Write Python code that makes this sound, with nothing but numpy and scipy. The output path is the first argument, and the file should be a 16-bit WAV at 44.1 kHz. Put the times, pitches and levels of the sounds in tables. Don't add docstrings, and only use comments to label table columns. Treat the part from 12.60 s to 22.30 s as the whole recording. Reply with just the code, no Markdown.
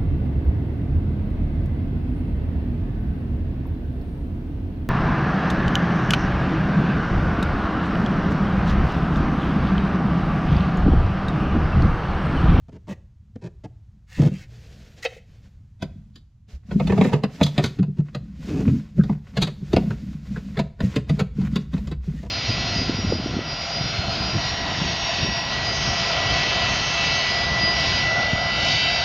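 import sys
import numpy as np
from scipy import signal
from scipy.fft import rfft, irfft
from scipy.io import wavfile
from scipy.ndimage import uniform_filter1d

SR = 44100
rng = np.random.default_rng(int(sys.argv[2]) if len(sys.argv) > 2 else 0)


def master(y):
    cut = np.clip(np.atleast_2d(y).T, -1, 1)
    pcm = np.round(cut * 32767)
    wavfile.write(sys.argv[1], SR, pcm.astype(np.int16))


N = 427769
RING_S = .4
BLOW_S = .03

# start_s, contact_s, level_db (before each part's share), hardness_db (plus for a rim, minus for a flat side)
KNOCKS = [(3.222, 0.0011, -39.5, 3), (3.557, 0.00052, -61, 11.5), (4.11, 0.0017, -44.5, -2.5),
          (4.198, 0.0011, -36.5, -3), (4.271, 0.0011, -39.5, 3.5), (4.294, 0.0035, -36, -7),
          (4.321, 0.00096, -36, -5), (4.376, 0.0018, -35.5, -4), (4.411, 0.001, -29.5, -2.5),
          (4.445, 0.0031, -34, -4), (4.531, 0.0016, -30.5, -2.5), (4.635, 0.0012, -32.5, 0.5),
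          (4.811, 0.0011, -28.5, -1.5), (4.83, 0.0014, -40, 17), (4.863, 0.00031, -41, 8.5),
          (4.979, 0.00033, -27.5, 3), (5.039, 0.00036, -31, 5.5), (5.058, 0.0014, -45, 11.5),
          (5.187, 0.0021, -49, 1.5), (5.228, 0.00091, -49, 1.5), (5.547, 0.0019, -40, 3.5),
          (6.078, 0.00063, -45.5, -4), (6.435, 0.0013, -47.5, 4), (6.494, 0.00083, -48, -7.5),
          (6.768, 0.0037, -32, 4.5), (6.815, 0.0068, -30, 10), (6.869, 0.0028, -40.5, 4),
          (7.131, 0.0015, -33.5, 3), (7.163, 0.0013, -28.5, 0), (7.306, 0.00038, -45.5, -1.5),
          (7.759, 0.0054, -48.5, -1), (7.967, 0.0053, -37.5, 0.5), (7.99, 0.0029, -32, 2),
          (8.204, 0.00072, -37.5, 0.5), (8.359, 0.0019, -31.5, 2.5), (8.493, 0.0021, -38, 3),
          (8.591, 0.0049, -32, 2), (8.812, 0.0017, -51, 1), (8.957, 0.0026, -34.5, 5),
          (9.13, 0.0051, -45.5, 2.5), (9.177, 0.0016, -51.5, 2), (9.272, 0.00067, -50, 4.5),
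          (9.312, 0.0039, -44, 2)]
# share_db, slope (dB per dB of hardness)
PART_SHARES = [(13.5, -0.48), (6.5, -0.98), (1, -0.08), (-7.5, 1.324)]


def knocks(panel_lag_s=0.0018):
    out = np.zeros(N)
    parts = (panels, trap_air, walls, rims)
    lags_s = (panel_lag_s, 0, 0, 0)
    for start_s, contact_s, level_db, hardness_db in KNOCKS:
        force = contact(contact_s)
        for part, (share_db, slope), lag_s in zip(parts, PART_SHARES, lags_s):
            part_db = level_db + share_db + slope * hardness_db
            add(out, start_s - BLOW_S + lag_s, strike(force, part(), part_db))
    return out


def contact(contact_s, chatter_rate=6000, first=0.84, graze_db=-15, graze_s=0.011,
            slide_db=-25, slide_s=0.029, glancing_s=0.0018):
    lead = int(BLOW_S * SR)
    t = np.arange(-lead, 4 * lead) / SR
    age = np.maximum(t, 0) / max(contact_s, 1 / 2000)
    skid = np.e * age * np.exp(-age)
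    glancing = min(contact_s / glancing_s, 1)
    graze = undb(graze_db) * glancing * np.exp(-np.abs(t) / graze_s)
    slide = undb(slide_db) * (t > 0) * np.exp(-np.abs(t) / slide_s)
    force = slips(len(t), chatter_rate, spread_db=3.5) * (skid + graze + slide)
    force /= np.linalg.norm(force)
    force[lead] += first * np.exp(-contact_s / 0.0026)
    return force


def strike(force, response, level_db):
    sound = signal.fftconvolve(force, response)
    return undb(level_db) * unit(sound, 2 * BLOW_S) * np.sqrt(1 / 2)


def ring(modes, crowd, crowd_db, crowd_t60, scatter_db=4.5):
    t = np.arange(int(RING_S * SR)) / SR
    pitch_hz, level_db, t60_s = np.transpose(modes)[:, :, None]
    strength, detune, sign = rng.standard_normal((3, len(modes), 1))
    phase = 2 * np.pi * pitch_hz * (1 + .004 * detune) * t
    swell = 1 - np.exp(-phase / np.pi)
    decay = np.exp(-np.log(1000) * t / t60_s)
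    lines = np.sign(sign) * undb(level_db + scatter_db * strength) * decay * swell * np.sin(phase)
    weak_modes = unit(shape(tail(crowd_t60), crowd), BLOW_S)
    return unit(lines.sum(0), BLOW_S) + undb(crowd_db) * weak_modes


# pitch_hz, level_db (relative), t60_s
PANEL_MODES = [(103, -4.5, 0.086), (123.5, -5, 0.24), (147.15, 0.5, 0.21), (191, 2, 0.15),
               (213.7, 0, 0.078), (259, -6, 0.061)]
# (per Hz, relative)
PANEL_CROWD = [(25, -23.5), (60, -4), (150, 13.5), (290, 1.5), (1000, -73)]


def panels():
    return ring(PANEL_MODES, PANEL_CROWD, crowd_db=-1.5, crowd_t60=0.034)


# pitch_hz, level_db (relative), t60_s
AIR_MODES = [(310, -7, .07), (425, 3, .12), (500, 0, .09), (655, -5, .13), (777, -13, .1), (964, -8, .09)]
# (per Hz, relative)
AIR_CROWD = [(150, -39), (390, 8), (950, -12), (3300, -76)]


def trap_air():
    return ring(AIR_MODES, AIR_CROWD, crowd_db=7.0, crowd_t60=0.073)


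# pitch_hz, level_db (relative), t60_s
WALL_MODES = [(1135, -2, .07), (1305, 0, .07), (1460, -1, .06), (1800, -1, .07), (1980, -1, .06),
              (2538, -1, .06)]
# (per Hz, relative)
WALL_CROWD = [(650, -15), (1150, -12), (2700, -16.5), (8000, -65.5)]


def walls():
    return ring(WALL_MODES, WALL_CROWD, crowd_db=8, crowd_t60=0.066, scatter_db=3)


# pitch_hz, level_db (relative), t60_s
RIM_MODES = [(3352, -7, .06), (3830, -2, .08), (3940, -2, .07), (4161, 0, .08), (4700, 0, .08),
             (6120, -10, .05)]
# (per Hz, relative)
RIM_CROWD = [(1900, -34), (3400, 1.5), (4850, -4.5), (5400, -14.5), (7000, -13.5), (8300, -24),
             (12500, -30.5), (16000, -41)]


def rims():
    return ring(RIM_MODES, RIM_CROWD, crowd_db=9, crowd_t60=0.042, scatter_db=2)


# start_s, length_s, level_db
SKIDS = [(4.835, 0.068, -40), (5.014, 0.072, -43.5), (6.822, 0.061, -46)]


def skids(slip_rate=900):
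    out = np.zeros(N)
    for start_s, length_s, level_db in SKIDS:
        force = slips(int(length_s * SR), slip_rate, spread_db=5.5)
        force *= signal.windows.tukey(len(force), .5)
        ringing = signal.fftconvolve(force, rims())
        add(out, start_s, undb(level_db) * unit(ringing, length_s))
    return out


# start_s, level_db
SHOVES = [(7.136, -16), (7.166, -21)]
# pitch_hz, level_db (relative), t60_s
BOWL_MODES = [(243, -6, 0.034), (322, 3, 0.029)]


def shoves():
    out = np.zeros(N)
    for start_s, level_db in SHOVES:
        force = contact(1 / 1000)
        bowl = ring(BOWL_MODES, AIR_CROWD, crowd_db=-15.0, crowd_t60=0.026)
        add(out, start_s - BLOW_S, strike(force, bowl, level_db))
    return out


# start_s, level_db (of the panels)
BUMPS = [(1.583, -15.5), (1.714, -27), (4.151, -16), (4.378, -15.5), (5.188, -15.5), (5.279, -26),
         (5.385, -15.5), (6.076, -16), (6.381, -11), (6.493, -18.5), (7.018, -28.5), (7.295, -23.5),
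         (8.232, -17), (8.493, -17.5), (8.779, -19.5), (9.132, -22), (9.472, -24), (9.527, -35)]


def bumps(push_s=0.0026, flesh_hz=260, air_db=-19):
    out = np.zeros(N)
    for start_s, level_db in BUMPS:
        force = soften(soften(contact(push_s), flesh_hz), flesh_hz)
        thump = strike(force, panels(), level_db)
        air = strike(force, trap_air(), level_db + air_db)
        add(out, start_s - BLOW_S, thump + air)
    return out


# (per Hz, relative)
RUB_COLOUR = [(200, 2.5), (480, 9.5), (1050, -6.5), (1800, 0.5), (4900, -3.5), (7200, -9), (8300, -17.5),
              (12700, -33), (16000, -43)]
# start_s, length_s, level_db (of the trap air)
SCUFFS = [(0.08, 0.02, -52), (0.112, 0.068, -52), (0.265, 0.074, -40.5), (0.753, 0.011, -44.5),
          (0.809, 0.079, -42.5), (1.035, 0.029, -42.5), (1.566, 0.13, -32), (4.282, 0.34, -38),
          (5.365, 0.052, -44.5), (5.86, 0.2, -36.5), (9.62, 0.057, -45)]


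def scuffs(slip_rate=1500, grit_db=-13, wall_db=-14, damp_s=0.012, panel_db=7.5, light_db=-40, weight=0.76):
    out = np.zeros(N)
    damping = np.exp(-np.arange(int(RING_S * SR)) / SR / damp_s)
    for start_s, length_s, level_db in SCUFFS:
        force = slips(int(length_s * SR), slip_rate, spread_db=0.0)
        force *= signal.windows.tukey(len(force), .45)
        load_db = panel_db + weight * max(level_db - light_db, 0)
        for part, share_db in zip((panels, trap_air, walls), (load_db, 0, wall_db)):
            ringing = signal.fftconvolve(force, part() * damping)
            add(out, start_s, undb(level_db + share_db) * unit(ringing, length_s))
        add(out, start_s, undb(level_db + grit_db) * colour(force, RUB_COLOUR))
    return out


# start_s, contact_s, level_db, bandwidth_hz (of the contact)
CLACKS = [(2.45, 0.00089, -26.5, 9000), (2.456, 0.0016, -28, 9090), (2.521, 0.0012, -47.5, 800),
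          (2.563, 0.00092, -47, 800)]


def clacks():
    out = np.zeros(N)
    for start_s, contact_s, level_db, bandwidth_hz in CLACKS:
        force = soften(soften(contact(contact_s), bandwidth_hz), bandwidth_hz)
        add(out, start_s - BLOW_S, strike(force, fitting(), level_db))
    return out


# pitch_hz, level_db (relative), t60_s
FITTING_MODES = [(468, 0, 0.085), (525, 2, 0.06), (740, -1, 0.03), (1850, -5, 0.06), (2030, -5, 0.04),
                 (2560, -1, 0.045), (3090, -2, 0.03), (3790, -7, .035)]
# (per Hz, relative)
FITTING_CROWD = [(350, -33.5), (650, 4.5), (1100, -10), (1900, 4), (4400, -2), (7000, -20.5),
                 (15000, -30.5)]


def fitting(scatter_db=1.0, stretch=1):
    modes = [(pitch_hz * stretch, level_db, t60_s) for pitch_hz, level_db, t60_s in FITTING_MODES]
    return ring(modes, FITTING_CROWD, crowd_db=-1, crowd_t60=0.04, scatter_db=scatter_db)


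# start_s, length_s, level_db (of the ringing)
SLIDES = [(0.272, 0.078, -52), (1.459, 0.28, -50), (1.686, 0.19, -53.5), (2.42, 0.043, -38),
          (2.469, 0.14, -57.5), (4.389, 0.13, -45.5), (8.217, 0.06, -50), (8.838, 0.049, -52.5),
          (9.53, 0.14, -59.5)]
# pitch_hz, gain_db (relative)
SLIDE_COLOUR = [(500, -15.5), (1850, 3.5), (3000, -2), (7000, -3.5), (9000, -16.5), (15000, -20.5)]


def slides(slip_rate=4000, hiss_db=-3, shift=.02, count=4):
    out = np.zeros(N)
    for start_s, length_s, level_db in SLIDES:
        force = slips(int(length_s * SR), slip_rate, spread_db=-0.5)
        force *= signal.windows.tukey(len(force), .65)
        force = np.pad(force, (0, int(BLOW_S * SR)))
        place = np.linspace(0, count - 1, len(force))
        ringing = 0
        for k in range(count):
            nearness = np.maximum(1 - np.abs(place - k), 0)
            response = fitting(stretch=1 + shift * rng.uniform(-0.56, 1))
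            ringing = ringing + signal.fftconvolve(force * nearness, response)
        add(out, start_s, undb(level_db) * unit(shape(ringing, SLIDE_COLOUR), length_s))
        add(out, start_s, undb(level_db + hiss_db) * unit(shape(force, SLIDE_COLOUR), length_s))
    return out


# start_s, length_s, slip_rate (slips per s), level_db
SEAL_JUDDER = (6, 0.21, 85, -21)


def judder(uneven=0.214, grip_hz=400):
    start_s, length_s, slip_rate, level_db = SEAL_JUDDER
    count = int(length_s * slip_rate)
    gaps = np.abs(1 + uneven * rng.standard_normal(count))
    times_s = np.cumsum(gaps) / slip_rate
    force = np.zeros(int(times_s[-1] * SR) + 1)
    force[(times_s * SR).astype(int)] = signal.windows.tukey(count, .5)
    shudder = signal.fftconvolve(soften(force, grip_hz), panels())
    out = np.zeros(N)
    add(out, start_s, undb(level_db) * unit(shudder, length_s))
    return out


# start_s, length_s, pitch_hz (resonance), level_db
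SQUEAKS = [(6.381, .055, 1440, -44.5), (7.297, 0.025, 1520, -40.5), (7.752, 0.029, 1530, -41.5)]


def squeaks(slip_rate=1200, width_hz=300):
    out = np.zeros(N)
    for start_s, length_s, pitch_hz, level_db in SQUEAKS:
        force = slips(int(length_s * SR), slip_rate, spread_db=4)
        force = np.pad(force * np.hanning(len(force)), (0, int(BLOW_S * SR)))
        edges_hz = [pitch_hz - width_hz / 2, pitch_hz + width_hz / 2]
        band = signal.butter(2, edges_hz, "band", fs=SR, output="sos")
        add(out, start_s, undb(level_db) * unit(signal.sosfilt(band, force), length_s))
    return out


def rubbing(hiss_db=0.0, uneven_db=2, rasp_db=-14.0, rasp_rate=220):
    hiss = undb(hiss_db) * colour(rng.standard_normal(N), RUB_COLOUR)
    rasp = signal.fftconvolve(slips(N, rasp_rate, spread_db=5.0), walls())[:N]
    rasp = undb(rasp_db) * unit(rasp)
    sliding = effort([rub_db for *_, rub_db, load_db in STROKES])
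    gripping = effort([(rub_db + load_db) / 2 for *_, rub_db, load_db in STROKES])
    return (hiss * sliding + rasp * gripping) * undb(uneven_db * walk(35))


# start_s, length_s, rub_db, load_db (on the panels)
STROKES = [(1.92, 0.52, -56, -65), (2.688, 0.23, -66.5, -54.5), (3.212, 0.19, -72.5, -47),
           (3.888, 0.071, -59, -56.5), (4.124, 0.35, -51.5, -31), (4.73, 0.36, -50.5, -37),
           (5.378, 0.54, -67.5, -44), (5.836, 0.33, -49, -31), (6.369, 0.16, -55.5, -29.5),
           (6.682, 0.86, -59, -39), (7.102, 0.2, -52, -31.5), (7.42, 0.14, -61.5, -39),
           (7.669, 0.28, -55.5, -31.5), (8.218, 0.14, -49, -32), (8.488, 0.092, -52.5, -26.5),
           (8.775, 0.24, -54, -29), (9.129, 0.15, -52.5, -29.5), (9.444, 0.2, -55.5, -36.5)]
ARCH_DB = 1.5
SWELL, FADE = 0.092, 0.23


def effort(levels_db):
    t = np.arange(N) / SR
    gain = np.zeros(N)
    for (start_s, length_s, *_), level_db in zip(STROKES, levels_db):
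        along = (t - start_s) / length_s
        arch_db = level_db - ARCH_DB * (2 * np.clip(along, 0, 1) - 1) ** 2
        fade = np.maximum(-along, 0) / SWELL + np.maximum(along - 1, 0) / FADE
        near = fade < 10
        gain[near] += undb(arch_db[near]) * np.exp(-fade[near])
    return gain


# (per Hz, relative)
HISS_COLOUR = [(1000, -21), (7000, -5), (9000, 1), (13000, 9), (16000, -6)]


def stroke_hiss(hiss_db=-19):
    hiss = np.array([colour(rng.standard_normal(N), HISS_COLOUR) for _ in range(2)])
    return undb(hiss_db) * hiss * effort([rub_db for *_, rub_db, load_db in STROKES])


# start_s, level_db (before its wavering)
BODY_RUMBLE = [(0, -68), (4.3, -65), (9.6, -37)]
# (per Hz, relative)
RUMBLE_COLOUR = [(12, -10), (35, -3), (65, 13.5), (300, -46.5), (2000, -130)]
# start_s, level_db (before softening)
LURCHES = [(3.24, -28.5), (3.929, -27.5), (7.135, -12.5)]
LURCH_S = 0.038
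RESTING_DB = -64.5


def swaying(uneven_db=3, arm_db=-11):
    load = effort([load_db for *_, load_db in STROKES])
    response = panels()
    drive = unit(slips(N, 200, spread_db=4)) * (load + undb(RESTING_DB))
    mutter = signal.fftconvolve(drive, response / np.linalg.norm(response))[:N]
    t = np.arange(N) / SR
    lurch = np.zeros(N)
    for start_s, level_db in LURCHES:
        lurch += undb(level_db) * (t > start_s) * np.exp(-np.abs(t - start_s) / LURCH_S)
    lurch = soften(lurch, 1 / LURCH_S)
    rumble = colour(rng.standard_normal(N), RUMBLE_COLOUR)
    rumble *= curve(BODY_RUMBLE) + undb(arm_db) * load + lurch
    return (mutter + rumble) * undb(uneven_db * walk(12))


def reflections(dry, low_db=-14, low_t60=0.36, high_db=-17, high_t60=0.44, split_hz=450):
    echo = 0
    for kind, level_db, t60 in (("low", low_db, low_t60), ("high", high_db, high_t60)):
        noise = tail(t60)
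        band = signal.butter(2, split_hz, kind, fs=SR, output="sos")
        echo = echo + undb(level_db) * signal.sosfilt(band, noise / np.linalg.norm(noise))
    return signal.fftconvolve(dry, echo)[:N]


# (per Hz, relative)
ROOM_COLOUR = [(20, -14.5), (55, 0.5), (115, 0.5), (260, -32), (500, -40.5), (7000, -53), (9000, -63.5),
               (16000, -68.5)]
ROOM_DB = -48.5


def room_rumble():
    return colour(rng.standard_normal(N), ROOM_COLOUR) * undb(ROOM_DB + 2 * walk(4.5))


# start_s, width_db (added to side_db)
STEREO_WIDTH = [(3.0, -26.5), (3.2, 4.5), (4.55, 7.5), (4.95, -2), (5.2, -36)]
# pitch_hz, side_db
SIDE_LEVEL = [(80, -36.5), (250, -20.5), (1500, -20), (5000, -10)]


def spread(x, diffuse_t60=.04):
    phases = np.angle(rfft(tail(diffuse_t60)))
    diffuse = irfft(np.exp(1j * phases))[:int(BLOW_S * SR)]
    smeared = signal.fftconvolve(x * curve(STEREO_WIDTH), diffuse / np.linalg.norm(diffuse))[:N]
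    side = shape(smeared, SIDE_LEVEL)
    return np.array([x + side, x - side])


def undb(db):
    return 10 ** (np.asarray(db) / 20)


def unit(x, seconds=None):
    head = x if seconds is None else x[:max(int(seconds * SR), 2)]
    return x / np.sqrt(np.mean(head ** 2) + 1e-18)


def curve(rows):
    return undb(np.interp(np.arange(N) / SR, *np.transpose(rows)))


def shape(x, points):
    pitch_hz, gain_db = np.transpose(points)
    size = 4096
    f = np.maximum(np.arange(size // 2 + 1) * SR / size, 1)
    cepstrum = irfft(np.log(undb(np.interp(np.log(f), np.log(pitch_hz), gain_db))))
    cepstrum[1:size // 2] *= 2
    cepstrum[size // 2 + 1:] = 0
    return signal.fftconvolve(x, irfft(np.exp(rfft(cepstrum))))[:len(x)]


def colour(x, points):
    return unit(shape(x, points))


def soften(force, hz):
    return signal.sosfilt(signal.butter(2, hz, fs=SR, output="sos"), force)


def walk(rate):
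    k = int(SR / rate)
    return unit(uniform_filter1d(np.repeat(rng.standard_normal(N // k + 1), k), k)[:N])


def slips(n, rate, spread_db):
    hits = rng.random(n) < rate / SR
    return hits * rng.standard_normal(n) * undb(spread_db * rng.standard_normal(n))


def tail(t60):
    t = np.arange(int(RING_S * SR)) / SR
    return rng.standard_normal(len(t)) * np.exp(-np.log(1000) * t / t60)


def add(track, start_s, sound):
    i = max(int(start_s * SR), 0)
    track[i:i + len(sound)] += sound[:N - i]


def scene():
    hits = knocks() + skids() + shoves() + bumps()
    drags = scuffs() + clacks() + slides() + judder() + squeaks()
    dry = hits + drags + rubbing() + swaying()
    return spread(dry + reflections(dry) + room_rumble()) + stroke_hiss()


TOP_HZ = 15850


def record(dry, left_air_db=-4, right_air_db=3, air_hz=10500):
    high = signal.butter(4, air_hz, "high", fs=SR, output="sos")
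    air = signal.sosfiltfilt(high, dry)
    channels = dry + (undb([[left_air_db], [right_air_db]]) - 1) * air
    return signal.sosfilt(signal.ellip(10, .2, 80, TOP_HZ, fs=SR, output="sos"), channels)


dry = scene()
out = record(dry)
master(out)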